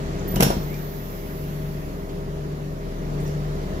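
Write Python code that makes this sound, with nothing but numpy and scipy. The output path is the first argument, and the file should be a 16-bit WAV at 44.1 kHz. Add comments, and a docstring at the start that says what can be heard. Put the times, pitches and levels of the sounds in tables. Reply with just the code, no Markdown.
"""A six-cylinder diesel railcar idles at a small platform, heard by a hand-held stereo camera.
From the start, orders of the engine cycle, shaft tones, whine and a beating hum sit in noise roar and clatter.
A tick comes first; at 0.27 s a valve whistles as two beating tones, and from 0.34 s a door slams in
twelve blows of panel modes, frame noise and cracks, with noise-tail echoes. Air starts to hiss during
the slam and sinks in pitch; a squeak rises at 0.67 s, and late ticks and rustles are noise bursts."""
import sys
import numpy as np
from scipy import signal
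from scipy.fft import rfft, irfft
from scipy.io import wavfile
from scipy.ndimage import uniform_filter1d

SR = 44100
rng = np.random.default_rng(int(sys.argv[2]) if len(sys.argv) > 2 else 0)


def materialize(psi):
    """Save the field psi as 16-bit PCM at rate SR to the path in sys.argv[1].

    A 1-D psi becomes a single channel; in a 2-D psi each row is a channel.
    """
    bounded = np.clip(np.atleast_2d(psi).T, -1, 1)
    quanta = np.round(bounded * 32767).astype(np.int16)
    wavfile.write(sys.argv[1], SR, quanta)


N = 167580

# Engine tones: (multiple of the cycle rate), (level [dB])
ENGINE_ORDERS = [6, 11, 13, 18, 24, 30, 31, 42, 48, 54, 60, 66, 69, 78]
ENGINE_ORDER_DB = [-36, -49, -45.5, -49, -50, -46, -51, -51, -49, -54, -51.5, -53.5, -43.5, -59]
# Auxiliary shaft tones: (multiple of the shaft rate), (level [dB])
SHAFT_ORDERS = [5, 28]
SHAFT_ORDER_DB = [-55, -49.5]
# Whine tones: (frequency [Hz]), (level [dB])
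WHINE_HZ = [194.9, 183.7, 544.8]
WHINE_DB = [-45.5, -53.5, -62.5]
# Engine balance as the camera turns: (time [s], hum [dB], roar [dB], clatter [dB])
CAMERA_TURN = [(0, -4, 4, 6), (.4, 4.5, 6, 6.5), (.9, -5.5, 0, 3.5), (1.5, -0.5, 0, 3),
               (2.1, -2.5, 1.5, 0.5), (2.8, -1, 0, 0.5), (3.2, 3, 4, 3.5), (3.5, 2, 2.5, 3.5),
               (3.8, 1.5, 4.5, 4.5)]
# Spectral shape of the roar: (frequency [Hz], relative density [dB per Hz])
ROAR_SHAPE = [(18, -16), (40, -17), (68, -7), (95, -16), (140, -7.5), (200, -7), (240, -12.5), (400, -10),
              (630, -15), (850, -23), (1300, -24.5), (2500, -65)]
# Spectral shape of the clatter: (frequency [Hz], relative density [dB per Hz])
CLATTER_SHAPE = [(800, -3), (1300, -4), (1900, -4), (2400, -9.5), (5800, -14.5), (7000, -16.5),
                 (8700, -27.5), (10500, -25), (15700, -26.5)]
# Likeness of the engine noise at the two microphone ports: (frequency [Hz], likeness [0..1])
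PORT_LIKENESS = [(60, 1), (150, 0.69), (300, 0.92), (640, 0.43), (1400, 0.64), (3000, 0.05), (15000, 0.022)]
# Port balance, the housing shading the left port: (frequency [Hz], left minus right [dB])
PORT_SHADING = [(60, 2.0), (240, 2.0), (950, 0.5), (3770, -1.5), (15000, -9.5)]
# Escaping air: (time [s], level [dB], centre [Hz])
AIR_HISS = [(.42, -84, 13500), (.52, -43, 13500), (.95, -42, 12900), (1.3, -43.5, 12150), (1.9, -50, 11600),
            (2.3, -56, 11300)]
# Valve whistle: (time [s], level [dB])
VALVE_WHISTLE = [(.265, -59), (.282, -39), (.348, -42), (.367, -52), (.41, -56)]
# Faint rising squeak: (time [s], frequency [Hz], level [dB])
SQUEAK_GLIDE = [(.67, 1950, -56), (.69, 2000, -53), (.745, 2380, -48), (.775, 2400, -69)]
# Small ticks and rustles: (time [s], level [dB], centre [Hz], spread [octaves], t60 [s])
TICKS = [(0.194, -36, 6340, 0.13, 0.018), (0.366, -29, 2940, 0.13, 0.044), (0.741, -42, 5500, 0.65, 0.028),
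         (2.089, -45, 2470, 1.3, 0.12), (3.203, -43, 7500, 0.79, 0.024), (3.211, -48, 10500, .3, 0.03),
         (3.223, -50, 13500, 0.43, 0.3), (3.255, -45.5, 5700, 0.35, 0.22), (3.276, -40, 8500, 1.3, 0.024)]
# Decay of the echo from wall and car side: (frequency [Hz], t60 [s])
ECHO_DECAY = [(100, 0.29), (1000, 0.24), (4000, 0.5), (12000, 0.25)]
# Door blows: (time [s], thud [dB], knock [dB], crack [dB], crack brightness [dB per octave])
DOOR_BLOWS = [(0.34, -16, -25, -60, 3), (0.357, -45, -55, -18, 0.5), (.364, -15.5, -24.5, -36, 6),
              (.400, -14, -15.5, -23.5, -1), (.405, -12, -17.5, -10.5, -1.5),
              (.423, -11.5, -13.5, -11, -0.5), (0.429, -15, -18.5, -8.5, 1), (0.465, -15, -17, -31, .1),
              (0.482, -15, -40, -26, -13), (.502, -30, -14.5, -26, 2), (0.548, -30.5, -34, -50, -2),
              (.567, -18.5, -52, -52, 3)]
# Thud modes before each blow lowers their pitch: (nominal frequency [Hz], level [dB], t60 [s])
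PANEL_MODES = [(73.4, -14, 0.14), (104, -20, 0.12), (149.4, -1.5, 0.085), (207.6, -0.5, 0.1),
               (347, -10.5, 0.07)]
# Spectral shape of a crack: (frequency [Hz], relative density [dB per Hz])
CRACK_SHAPE = [(710, -34), (1200, -2.5), (3000, -1), (4400, -6.5), (5400, -1.5), (9000, -13), (9900, -3),
               (11400, -10), (12600, -3.5), (15800, -13)]

CYCLE_HZ, CYCLE_WANDER = 5.82, 0.0019  # one four-stroke cycle, six firings in each; rms fraction
SHAFT_HZ = 22.55
ROAR_DB, CLATTER_DB = -35, -45
HUM_HZ, BEAT_HZ, BEAT_TOP_S = 148.8, 1.17, 2.47  # lower tone, spacing, a moment when both align
HUM_DB, PARTNER_DB = -31, -4.5  # partner relative to the lower tone
WAVER_DB, WAVER_S = 1.5, 0.15  # rms waver, smoothing time
PORT_LAG_S = 0.00037  # engine sound reaches the right port first, about 13 cm of path
AIR_BELOW_HZ, AIR_ABOVE_HZ = 1380, 1100  # widths on either side of the centre
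AIR_WIDE_DB, AIR_PAN_DB = -14, -3.5  # broad hiss at 10 kHz; left minus right
WHISTLE_HZ, WHISTLE_PAN_DB = 13510, -5
THROB_HZ, THROB_TOP_S, THROB_DB = 33, 0.287, -3  # spacing, alignment, second tone
SQUEAK_WIDTH_HZ = 60
ECHO_DB, LOW_ECHO_DB = -5.5, -3.5
KNOCK_HZ, KNOCK_SPREAD = 470, 1.31  # centre, octaves
KNOCK_T60_S, KNOCK_RISE_S = 0.069, 0.0017
CRACK_T60_S, CRACK_RISE_S, GRAIN_DB = 0.039, 0.0022, 3
BLOW_SAMPLES = 8192
LEFT_LAG_S = 0.00039  # knocks, ticks and squeak reach the left port later; thuds and cracks are not delayed
EDGE_HZ = 15600


def amp(db):
    """Amplitude factor of a level in dB."""
    return 10 ** (np.asarray(db) / 20)


def evened(x):
    """Scale to rms 1."""
    return x / np.sqrt(np.mean(x ** 2) + 1e-20)


def read(points, hz):
    """Read a spectral table along a logarithmic frequency axis."""
    f, value = np.transpose(points)
    return np.interp(np.log(hz + 1), np.log(f + 1), value)


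def curve(table, t):
    """Read every column of a table at times t."""
    rows = np.transpose(table)
    return [np.interp(t, rows[0], column) for column in rows[1:]]


def add(mix, s, sound):
    """Lay a sound into the mix from s seconds, cut at the end."""
    part = mix[round(s * SR):][:len(sound)]
    part += sound[:len(part)]


def pan(x, db):
    """Place a sound by its left-minus-right level."""
    return x * amp([[db / 2], [-db / 2]])


def drift(seconds):
    """Random wander of rms 1, smoothed twice over the given time."""
    size = int(seconds * SR)
    once = uniform_filter1d(rng.standard_normal(N), size)
    return evened(uniform_filter1d(once, size))


def noise(level_db, same, patchy_db, size):
    """Stereo noise from random short-time spectra, shaped by level_db(hz, t)."""
    hop = size // 4
    hz = np.fft.rfftfreq(size, 1 / SR)[:, None]
    t = np.arange(N // hop + 5) * hop / SR
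    a, b, c, d, patches = rng.standard_normal((len(t), len(hz), 5)).T
    patches = uniform_filter1d(patches, size // 100, 0)
    patches = evened(uniform_filter1d(patches, 8192 // size + 4, 1))
    same = np.clip(same(hz), -1, 1)
    lead = np.exp(2j * np.pi * hz * PORT_LAG_S)
    left = a + 1j * b
    right = same * lead * left + np.sqrt(1 - same ** 2) * (c + 1j * d)
    z = np.array([left, right]) * amp(level_db(hz, t) + patchy_db * patches)
    return signal.istft(z, nperseg=size, noverlap=size - hop)[1][:, :N] * np.sqrt(2 / size)


def beating_pair(hz, spacing_hz, top_s, partner_db, start_turns):
    """Two close tones, loudest when they align at top_s."""
    t = np.arange(N) / SR
    pair = 1 + amp(partner_db) * np.exp(2j * np.pi * spacing_hz * (t - top_s))
    return (pair * np.exp(2j * np.pi * (hz * t + start_turns))).real


def tones(turns, rate_hz, multiples, levels_db):
    """Wavering sines locked to one rotation, each leading at the right port by the port lag."""
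    out = np.zeros((2, N))
    for k, db in zip(multiples, levels_db):
        port_lead = np.array([[0], [2 * np.pi * PORT_LAG_S * k * rate_hz]])
        phase = 2 * np.pi * (k * turns + rng.random()) + port_lead
        out += amp(db + WAVER_DB * drift(WAVER_S)) * np.sqrt(2) * np.sin(phase)
    return out


def engine():
    """The idling railcar: rotation-locked tones, whine and a beating hum over roar and clatter noise."""
    t = np.arange(N) / SR
    hum_db, roar_db, _ = curve(CAMERA_TURN, t)
    cycle = np.cumsum(CYCLE_HZ * (1 + CYCLE_WANDER * drift(0.31))) / SR
    lines = tones(cycle, CYCLE_HZ, ENGINE_ORDERS, ENGINE_ORDER_DB)
    lines += tones(SHAFT_HZ * t, SHAFT_HZ, SHAFT_ORDERS, SHAFT_ORDER_DB)
    lines += tones(t, 1, WHINE_HZ, WHINE_DB)
    pair = beating_pair(HUM_HZ, BEAT_HZ, BEAT_TOP_S, PARTNER_DB, rng.random())
    hum = amp(HUM_DB + hum_db) * pair

    def likeness(hz):
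        return read(PORT_LIKENESS, hz)

    def roar_level(hz, s):
        return read(ROAR_SHAPE, hz) + curve(CAMERA_TURN, s)[1]

    def clatter_level(hz, s):
        return read([(300, -81)] + CLATTER_SHAPE, hz) + curve(CAMERA_TURN, s)[2]

    roar = amp(ROAR_DB) * evened(noise(roar_level, likeness, patchy_db=-0.14, size=4096))
    clatter = amp(CLATTER_DB) * evened(noise(clatter_level, likeness, patchy_db=1.38, size=512))
    return lines * amp(0.83 * roar_db) + hum + roar + clatter


def air():
    """Escaping air: a high noise band whose centre sinks as the pressure falls, plus a broad hiss."""
    def level_db(hz, s):
        db, centre = curve(AIR_HISS, s)
        width = np.where(hz < centre, AIR_BELOW_HZ, AIR_ABOVE_HZ)
        peak = np.exp(-((hz - centre) / width) ** 2)
        broad = amp(AIR_WIDE_DB) * (hz / 10000) ** 4
        return db + 20 * np.log10(peak + broad + 1e-5)

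    hiss = noise(level_db, np.zeros_like, patchy_db=1.0, size=1024)
    return pan(hiss, AIR_PAN_DB)


def squeak():
    """A narrow gliding tone, fluttering under a slow complex random envelope."""
    t = np.arange(N) / SR
    hz, db = curve(SQUEAK_GLIDE, t)
    flutter = drift(0.5 / SQUEAK_WIDTH_HZ) + 1j * drift(0.5 / SQUEAK_WIDTH_HZ)
    on = (t > SQUEAK_GLIDE[0][0]) & (t < SQUEAK_GLIDE[-1][0])
    return on * amp(db) * (flutter * np.exp(2j * np.pi * np.cumsum(hz) / SR)).real


def valve():
    """A high whistle of fixed pitch, throbbing as its two tones beat."""
    t = np.arange(N) / SR
    on = (t > VALVE_WHISTLE[0][0]) & (t < VALVE_WHISTLE[-1][0])
    level = amp(curve(VALVE_WHISTLE, t)[0] + WAVER_DB * drift(0.01))
    pair = beating_pair(WHISTLE_HZ, THROB_HZ, THROB_TOP_S, THROB_DB, 0)
    return pan(on * level * pair, WHISTLE_PAN_DB)


def burst(gain):
    """Noise of rms 1 filtered by a spectral gain."""
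    return evened(irfft(rfft(rng.standard_normal(BLOW_SAMPLES)) * gain))


def band(centre, spread):
    """Noise of rms 1 in a bell-shaped band, its spread in octaves."""
    hz = np.fft.rfftfreq(BLOW_SAMPLES, 1 / SR)
    return burst(np.exp(-(np.log2((hz + 1) / centre) / spread) ** 2))


def ticks():
    """Small ticks and rustles: decaying bursts of band noise."""
    t, out = np.arange(BLOW_SAMPLES) / SR, np.zeros(N)
    for s, db, centre, spread, t60 in TICKS:
        rise = np.minimum(t / t60 * 20, 1)
        add(out, s, amp(db - 60 * t / t60) * rise * band(centre, spread))
    return out


def echo(x):
    """Noise tails from wall and car side, each band dying at its own speed."""
    taps = rng.standard_normal((2, SR)) * (np.arange(SR) > 300)  # gap of about 7 ms
    hz, t, z = signal.stft(taps, SR, nperseg=256)
    decay = amp(-60 * t / read(ECHO_DECAY, hz)[:, None])
    tail = signal.istft(z * decay, SR, nperseg=256)[1]
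    return signal.fftconvolve(x[None], tail / np.linalg.norm(tail[0]), axes=1)[:, :N]


def panel_ring(t):
    """Decaying panel modes, each lowered by its own random factor at every blow."""
    out = np.zeros(len(t))
    for hz, db, t60 in PANEL_MODES:
        struck_hz = hz * rng.uniform(0.872, 0.985)
        out += amp(db - 60 * t / t60) * np.sin(2 * np.pi * struck_hz * t)
    return out


def crack(crack_db, bright_db):
    """A decaying bright noise burst, broken into uneven grains."""
    t = np.arange(BLOW_SAMPLES) / SR
    hz = np.fft.rfftfreq(BLOW_SAMPLES, 1 / SR)
    colour = amp(read([(500, -40)] + CRACK_SHAPE, hz) + bright_db * np.log2((hz + 1) / 5000))
    grain_db = GRAIN_DB * evened(uniform_filter1d(rng.standard_normal(len(t)), size=40))
    rise = np.minimum(t / CRACK_RISE_S, 1)
    return rise * amp(crack_db - GRAIN_DB + grain_db - 60 * t / CRACK_T60_S) * burst(colour)


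def door():
    """The slam: every blow rings the panel, rattles the frame as dense noise and cracks."""
    t = np.arange(BLOW_SAMPLES) / SR
    thuds, knocks, cracks = np.zeros(N), np.zeros(N), np.zeros((2, N))
    for s, thud_db, knock_db, crack_db, bright_db in DOOR_BLOWS:
        add(thuds, s, amp(thud_db) * panel_ring(t) * np.minimum(t / 0.0016, 1))
        knock = amp(knock_db - 60 * t / KNOCK_T60_S) * band(KNOCK_HZ, KNOCK_SPREAD)
        add(knocks, s, np.minimum(t / KNOCK_RISE_S, 1) * knock)
        for port in cracks:  # each port hears its own mix of the long door edge
            add(port, s, crack(crack_db, bright_db))
    return thuds, knocks, cracks


def scene():
    """Engine and air behind, then the valve and the door with its echoes."""
    thuds, knocks, cracks = door()
    high = knocks + ticks() + squeak()
    direct = np.array([np.roll(high, round(LEFT_LAG_S * SR)), high]) + cracks
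    low_echo = amp(LOW_ECHO_DB) * echo(thuds).mean(0)
    high_echo = amp(ECHO_DB) * echo(high + cracks.sum(0) / np.sqrt(2))
    slam = thuds + low_echo + direct + high_echo
    return engine() + air() + slam + valve()


def record(dry):
    """The camera's microphones: port shading, low cut, soft overload, then the band limit."""
    lean = read(PORT_SHADING, np.fft.rfftfreq(N, 1 / SR)) / 2
    shaded = irfft(rfft(dry) * amp([lean, -lean]), N)
    low_cut = signal.butter(2, 21, "high", fs=SR, output="sos")
    soft = np.tanh(signal.sosfilt(low_cut, shaded))
    band_limit = signal.firwin(1023, EDGE_HZ, window=("kaiser", 10), fs=SR)
    return signal.oaconvolve(soft, band_limit[None], "same")


dry = scene()
out = record(dry)
materialize(out)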